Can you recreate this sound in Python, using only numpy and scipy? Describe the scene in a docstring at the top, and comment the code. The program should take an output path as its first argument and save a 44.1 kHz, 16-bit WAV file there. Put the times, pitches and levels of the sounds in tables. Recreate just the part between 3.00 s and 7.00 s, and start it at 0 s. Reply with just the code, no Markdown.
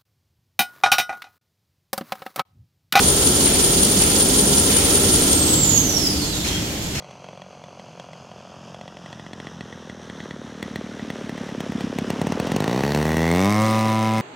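"""A finely patterned steel roller whines in a paper rewinder that runs at full speed, then slows down. Its
teeth strike the nip, so the pitch is their passing frequency and falls with the speed. Paper friction rasps in
four surges a turn; the drive roars, rumbles and shakes the frame's resonances. Air puffs out in three soft
swishes, and as the speed falls, two short jets of air escape over the hall's hum."""
import sys
import numpy as np
from scipy import signal
from scipy.fft import rfft, irfft
from scipy.io import wavfile

SR = 44100
rng = np.random.default_rng(int(sys.argv[2]) if len(sys.argv) > 2 else 0)


def file_out(sig):
    """Save sig as 16-bit WAV at sys.argv[1]."""
    # one column per channel
    cols = np.atleast_2d(sig).T
    # limit, then scale
    lim = np.clip(cols, -1, 1)
    pcm = np.round(lim * 32767).astype(np.int16)
    wavfile.write(sys.argv[1], SR, pcm)


N = 176400
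T = np.arange(N) / SR
HZ = np.fft.rfftfreq(N, 1 / SR)

# roller speed (time [s], tooth-passing frequency [Hz])
TOOTH_RATE = [(0, 9125), (.3, 9215), (.85, 9150), (1.3, 9215), (1.75, 9170), (2.13, 9220), (2.3, 8920),
              (2.45, 8270), (2.8, 6440), (3.15, 4720), (3.35, 3850), (3.55, 2850), (4, 800)]
TEETH, FULL_SPEED_HZ = 1717, TOOTH_RATE[0][1]


def roller_whine(turns):
    """Periodic impact: teeth strike the nip at their passing frequency; high spots make the tone pulse."""
    # fundamental (time [s], level [dB], left minus right [dB])
    fundamental = [(0, -19.6, 2.2), (2.33, -19.8, 1.5), (2.55, -21, 1), (2.64, -16.5, -5),
                   (2.77, -18.5, -11), (2.85, -22.5, -4), (2.98, -21.5, -9), (3.13, -29, 3), (3.2, -32, -6),
                   (3.26, -30.5, -6), (3.31, -39, -4), (3.355, -28, 1), (3.42, -40, -2), (3.51, -39, -2),
                   (3.8, -65, 0)]
    # high spots that press harder (position [turns], relative swell [dB])
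    high_spots = [(.07, 6), (.138, 7.5), (.305, 6.5), (.355, 7), (.402, 7.5), (.462, 11.5), (.55, 6.5),
                  (.59, 5), (.64, 5), (.8, 4.5), (.888, 5.5)]
    spot_width_turns, room_gain = .016, amp(-7)
    teeth = tooth_phasor(turns)
    tone = unit((teeth * unevenness(turns)).real) * amp(curve(fundamental))
    tone = tone * pan(curve(fundamental, column=2)) + fringe(teeth) + overtones(teeth)
    swell_db = 0
    for place, db in high_spots:
        distance = (turns - place + .5) % 1 - .5
        swell_db += db * gaussian(distance, spot_width_turns)
    direct = tone * unit(amp(swell_db))
    return (direct + room_gain * reverb(direct)) / np.hypot(1, room_gain)


def tooth_phasor(turns):
    """Frequency modulation: the speed wavers four times a turn and jitters at random."""
    wobble_hz, crest_turns, jitter_hz = 49.3, .066, 36
    wobble = wobble_hz * curve(TOOTH_RATE) / FULL_SPEED_HZ * np.cos(2 * np.pi * 4 * (turns - crest_turns))
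    jitter = jitter_hz * flutter(rate_hz=110)
    cycles = TEETH * turns + np.cumsum(wobble + jitter) / SR
    return np.exp(2j * np.pi * cycles)


def unevenness(turns, width_hz=66, skirt_hz=220, size=2048):
    """Periodic modulation: the roller's irregular pattern repeats every turn and adds sidebands."""
    offset_hz = np.fft.fftfreq(size, 1 / size) * FULL_SPEED_HZ / TEETH  # at full speed
    sidebands = gaussian(offset_hz, width_hz) + amp(-6.5) * gaussian(offset_hz, skirt_hz)
    patterns = unit(random_phases(sidebands))
    patterns /= np.hypot(abs(patterns), 1)  # softens the peaks
    return np.array([np.interp(turns, np.arange(size) / size, unit(p), period=1) for p in patterns])


def fringe(teeth, above_hz=520):
    """Frequency shifting: a band of hiss rides just above the whine."""
    # hiss (time [s], level [dB])
    level = [(2.1, -44), (2.45, -35), (2.8, -31), (3.1, -31.5), (3.45, -37.5), (3.85, -49)]
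    shifted = teeth * np.exp(2j * np.pi * above_hz * T)
    return blur(shifted, width_hz=360) * amp(curve(level)) * pan(-5)[:, None]


def overtones(teeth):
    """Harmonic series: faint noisy bands follow whole multiples of the tooth-passing frequency."""
    # harmonics (multiple, base level [dB], half-width [Hz])
    harmonics = [(2, -37, 240), (3, -46, 320)]
    # swell and fade of both harmonics (time [s], gain [dB])
    fade = [(2.5, -4), (2.8, 4.5), (3.2, -1.5), (3.56, -2.5), (3.75, -17)]
    bands = 0
    for multiple, db, width_hz in harmonics:
        below_nyquist = multiple * curve(TOOTH_RATE) < SR / 2
        bands += blur(teeth ** multiple, width_hz) * below_nyquist * amp(db + curve(fade))
    return bands


def paper_rasp(turns):
    """Friction noise: paper rubs over the rollers, surging four times a turn and fluttering at random."""
    # surges within a turn (position [turns], relative strength)
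    surges = [(.155, 0.82), (.408, 0.76), (.675, 0.16), (.915, 0.46)]
    # friction spectrum (frequency [Hz], relative level [dB])
    spectrum = [(500, -13), (1000, -3), (1700, -17), (2500, -13), (2900, -2.5), (3130, 0), (3400, 1.1),
                (3850, -2), (4650, 1), (5050, -2.5), (5500, 1.2), (6000, -2), (6600, 4.5), (6900, 1),
                (7400, 4), (7900, -4), (8350, -1), (8800, -8), (10700, -9.5), (11600, -4), (12600, -7.5),
                (14000, -35)]
    # stereo balance (frequency [Hz], left minus right [dB])
    balance = [(1300, 4), (2400, 0), (3200, -3.5), (4600, -1.5), (5500, -6), (6600, -6.5), (7400, -8.5),
               (7900, 1), (10000, 0), (11600, -4.5), (13500, -2)]
    # rasp before modulation (time [s], level [dB])
    level = [(0, -21), (2.3, -21), (2.7, -23.5), (3, -26.5), (3.25, -28), (3.55, -31.5), (3.85, -33.5),
             (4, -36)]
    rise_turns, fall_turns = .014, .078
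    surge = 1
    for place, strength in surges:
        since = (turns - place) % 1
        surge += strength * (1 - np.exp(-since / rise_turns)) * gaussian(since, fall_turns)
    flicker_db = .7 * flutter(rate_hz=70)
    friction = noise(amp(over_frequency(spectrum)) * pan(over_frequency(balance)))
    return friction * unit(surge) * amp(curve(level) + flicker_db)


def drive():
    """Structure-borne noise: belts and gears roar through the frame, and the heavy rolls rumble."""
    # belts and gears, then rolls (frequency [Hz], relative level [dB])
    roar_spectrum = [(100, -18), (156, -2), (172, -12.5), (198, 4), (222, -10), (258, 4), (277, 4.5),
                     (288, -4), (308, 1.5), (342, -5.5), (358, -4.5), (385, -1.5), (425, -4), (445, -1),
                     (525, -7), (550, -5.5), (620, -11), (800, -12), (1150, -23), (1500, -18.5),
                     (3000, -22)]
    rumble_spectrum = [(15, -33), (30, -17), (42, -9), (58, -4.5), (88, 1), (115, -9.5), (145, -8),
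                       (200, -1.5), (400, -21), (1000, -52)]
    # both fade as the machine slows (time [s], level [dB])
    roar_level = [(0, -21), (.4, -22), (2.25, -21.5), (2.6, -24.5), (2.95, -27), (3.3, -32.5), (3.7, -34),
                  (4, -39.5)]
    rumble_level = [(0, -26.5), (2.6, -26.5), (3.1, -29.5), (3.6, -32), (4, -39)]
    roar = coloured_noise(roar_spectrum) * amp(curve(roar_level))
    rumble = coloured_noise(rumble_spectrum) * amp(curve(rumble_level))
    return roar + rumble


def frame_resonances():
    """Forced vibration: parts shaken at random sound in narrow bands about their natural frequencies."""
    # envelope of each mode (time [s], level [dB])
    drone = [(2.15, -40), (2.38, -22), (2.7, -31.5), (2.9, -34.5), (3.3, -28), (3.8, -44.5)]  # a panel drones while the speed falls
    hum = [(0, -34), (.8, -32.5), (2, -30), (2.4, -46), (4, -51)]  # the drive hums at full speed
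    guard = [(.1, -42), (.25, -27), (.5, -30.5), (.65, -30), (2.05, -36), (2.25, -30), (2.8, -47)]  # a guard rattles up now and then
    ring = [(1.4, -39.5), (2.3, -36.5), (2.7, -45), (4, -57)]  # the drive rings thinly, most as the slowing begins
    panel = [(3.44, -57), (3.51, -32), (3.57, -31.5), (3.63, -47), (3.8, -58)]  # a panel sings, timed to the whine crossing its pitch
    shudder = [(2.0, -53), (2.6, -27.5), (3.3, -43.5), (4, -45)]  # the frame shudders as the rolls lose speed
    # modes (natural frequency [Hz], half-width [Hz], envelope)
    modes = [(302.6, 12.4, drone), (402.7, 8.4, hum), (362.7, 7.2, guard),
             (1335, 72, ring), (3220, 69, panel), (132, 33, shudder)]
    return sum(noise(lorentzian(HZ - hz, width)) * amp(curve(level)) for hz, width, level in modes)


def air_jets():
    """Turbulent noise: two short jets of escaping air hiss and die away."""
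    # jets (time [s], level [dB], decay [dB/s])
    events = [(3.44, -26.5, 46), (3.945, -27.5, 66)]
    # hiss (frequency [Hz], relative level [dB])
    spectrum = [(600, -14), (1300, -4.5), (1880, 0.5), (2700, 2.5), (3600, -10), (4290, 4.5), (4750, -14),
                (5190, 3), (6600, -4.5), (16000, -24)]
    return coloured_noise(spectrum) * burst_envelope(events)


def swishes():
    """Amplitude modulation: a band of noise opens and fades in three soft swishes."""
    # swishes (time [s], level [dB], decay [dB/s])
    events = [(.46, -27.5, 56), (1.0, -29, 50), (1.69, -29, 21)]
    # noise band (frequency [Hz], relative level [dB])
    spectrum = [(500, -44), (1000, -6.5), (1900, 11.5), (2700, 12.5), (3500, 11.5), (6000, -12),
                (16000, -32)]
    return coloured_noise(spectrum) * burst_envelope(events)


def hall_hum():
    """Stationary noise: the steady background of the hall, strongest in the bass."""
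    # background (frequency [Hz], relative level [dB])
    spectrum = [(20, -21), (38, -10), (60, -5.5), (161, -5), (250, -11.5), (500, -17.5), (680, -18),
                (1190, -26.5), (2000, -23.5), (3160, -21.5), (3820, -23.5), (7110, -28.5), (8590, -37),
                (16000, -48)]
    return amp(-28.5) * coloured_noise(spectrum)


def reverb(x, t60_s=.64):
    """Reverberation: the hall's diffuse echoes decay exponentially."""
    tail = rng.standard_normal((2, SR)) * amp(-60 * T[:SR] / t60_s)
    return signal.fftconvolve(x, tail / np.linalg.norm(tail[0]), axes=1)[:, :N]


def burst_envelope(events, rise_s=.0083):
    """Exponential decay: each burst opens quickly, then loses level at a constant rate."""
    envelope = 0
    for start, db, decay in events:
        age = np.maximum(T - start, 0)
        envelope += np.minimum(age / rise_s, 1) * amp(db - decay * age)
    return envelope


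def noise(gain):
    """Partial coherence: spectrally shaped stereo noise, alike on both sides in the bass."""
    # likeness of left and right (frequency [Hz], correlation [0-1])
    likeness = [(25, .96), (60, 1), (170, 0.95), (350, 0.91), (700, 0.42), (1400, 0.07), (6000, 0.03)]
    correlation = over_frequency(likeness)
    left, independent = rfft(rng.standard_normal((2, N)))
    right = correlation * left + np.sqrt(1 - correlation ** 2) * independent
    return unit(irfft(np.array([left, right]) * gain, N))


def coloured_noise(spectrum):
    """Spectral shaping: stereo noise follows a table of levels over frequency."""
    return noise(amp(over_frequency(spectrum)))


def flutter(rate_hz):
    """Low-pass noise: a random fluctuation of rms near 1."""
    return noise(np.exp(-(HZ / rate_hz) ** 2))[0]


def blur(tone, width_hz):
    """Line broadening: random modulation smears a gliding tone into a band of hiss."""
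    spread = lorentzian(np.fft.fftfreq(N, 1 / SR), width_hz)
    return unit((tone * random_phases(spread)).real)


def random_phases(magnitudes):
    """Fourier synthesis: two complex signals with one magnitude spectrum and independent phases."""
    return np.fft.ifft(magnitudes * np.exp(2j * np.pi * rng.random((2, len(magnitudes)))))


def lorentzian(offset, width):
    """Resonance curve that falls to one half at an offset of one width."""
    return 1 / (1 + (offset / width) ** 2)


def gaussian(offset, width):
    """Bell curve whose width is its standard deviation."""
    return np.exp(-.5 * (offset / width) ** 2)


def curve(rows, column=1):
    """Linear interpolation of a table column over time."""
    rows = np.array(rows)
    return np.interp(T, rows[:, 0], rows[:, column])


def over_frequency(rows):
    """Linear interpolation of a table over log frequency."""
    hz, value = np.transpose(rows)
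    return np.interp(np.log(HZ + 1), np.log(hz), value)


def pan(db):
    """Constant-power panning: two gains from a left-minus-right level."""
    gains = amp(np.array([db, -db]) / 2)
    return gains / np.sqrt(np.mean(gains ** 2, 0))


def amp(db):
    """Decibels to amplitude ratio."""
    return 10 ** (np.asarray(db) / 20)


def unit(x):
    """Normalisation to rms 1."""
    return x / np.sqrt(np.mean(abs(x) ** 2) + 1e-20)


def scene():
    """Superposition: the machine's sources add to the steady noise of the hall."""
    turns = np.cumsum(curve(TOOTH_RATE)) / SR / TEETH
    machine = roller_whine(turns) + paper_rasp(turns) + drive() + frame_resonances()
    return machine + air_jets() + swishes() + hall_hum()


def record(dry, cutoff_hz=15900):
    """Band limiting: a steep low-pass filter removes the highest treble."""
    low_pass = signal.firwin(511, cutoff_hz, window=("kaiser", 9), fs=SR)
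    return signal.oaconvolve(dry, low_pass[None], "same")


dry = scene()
out = record(dry)
file_out(out)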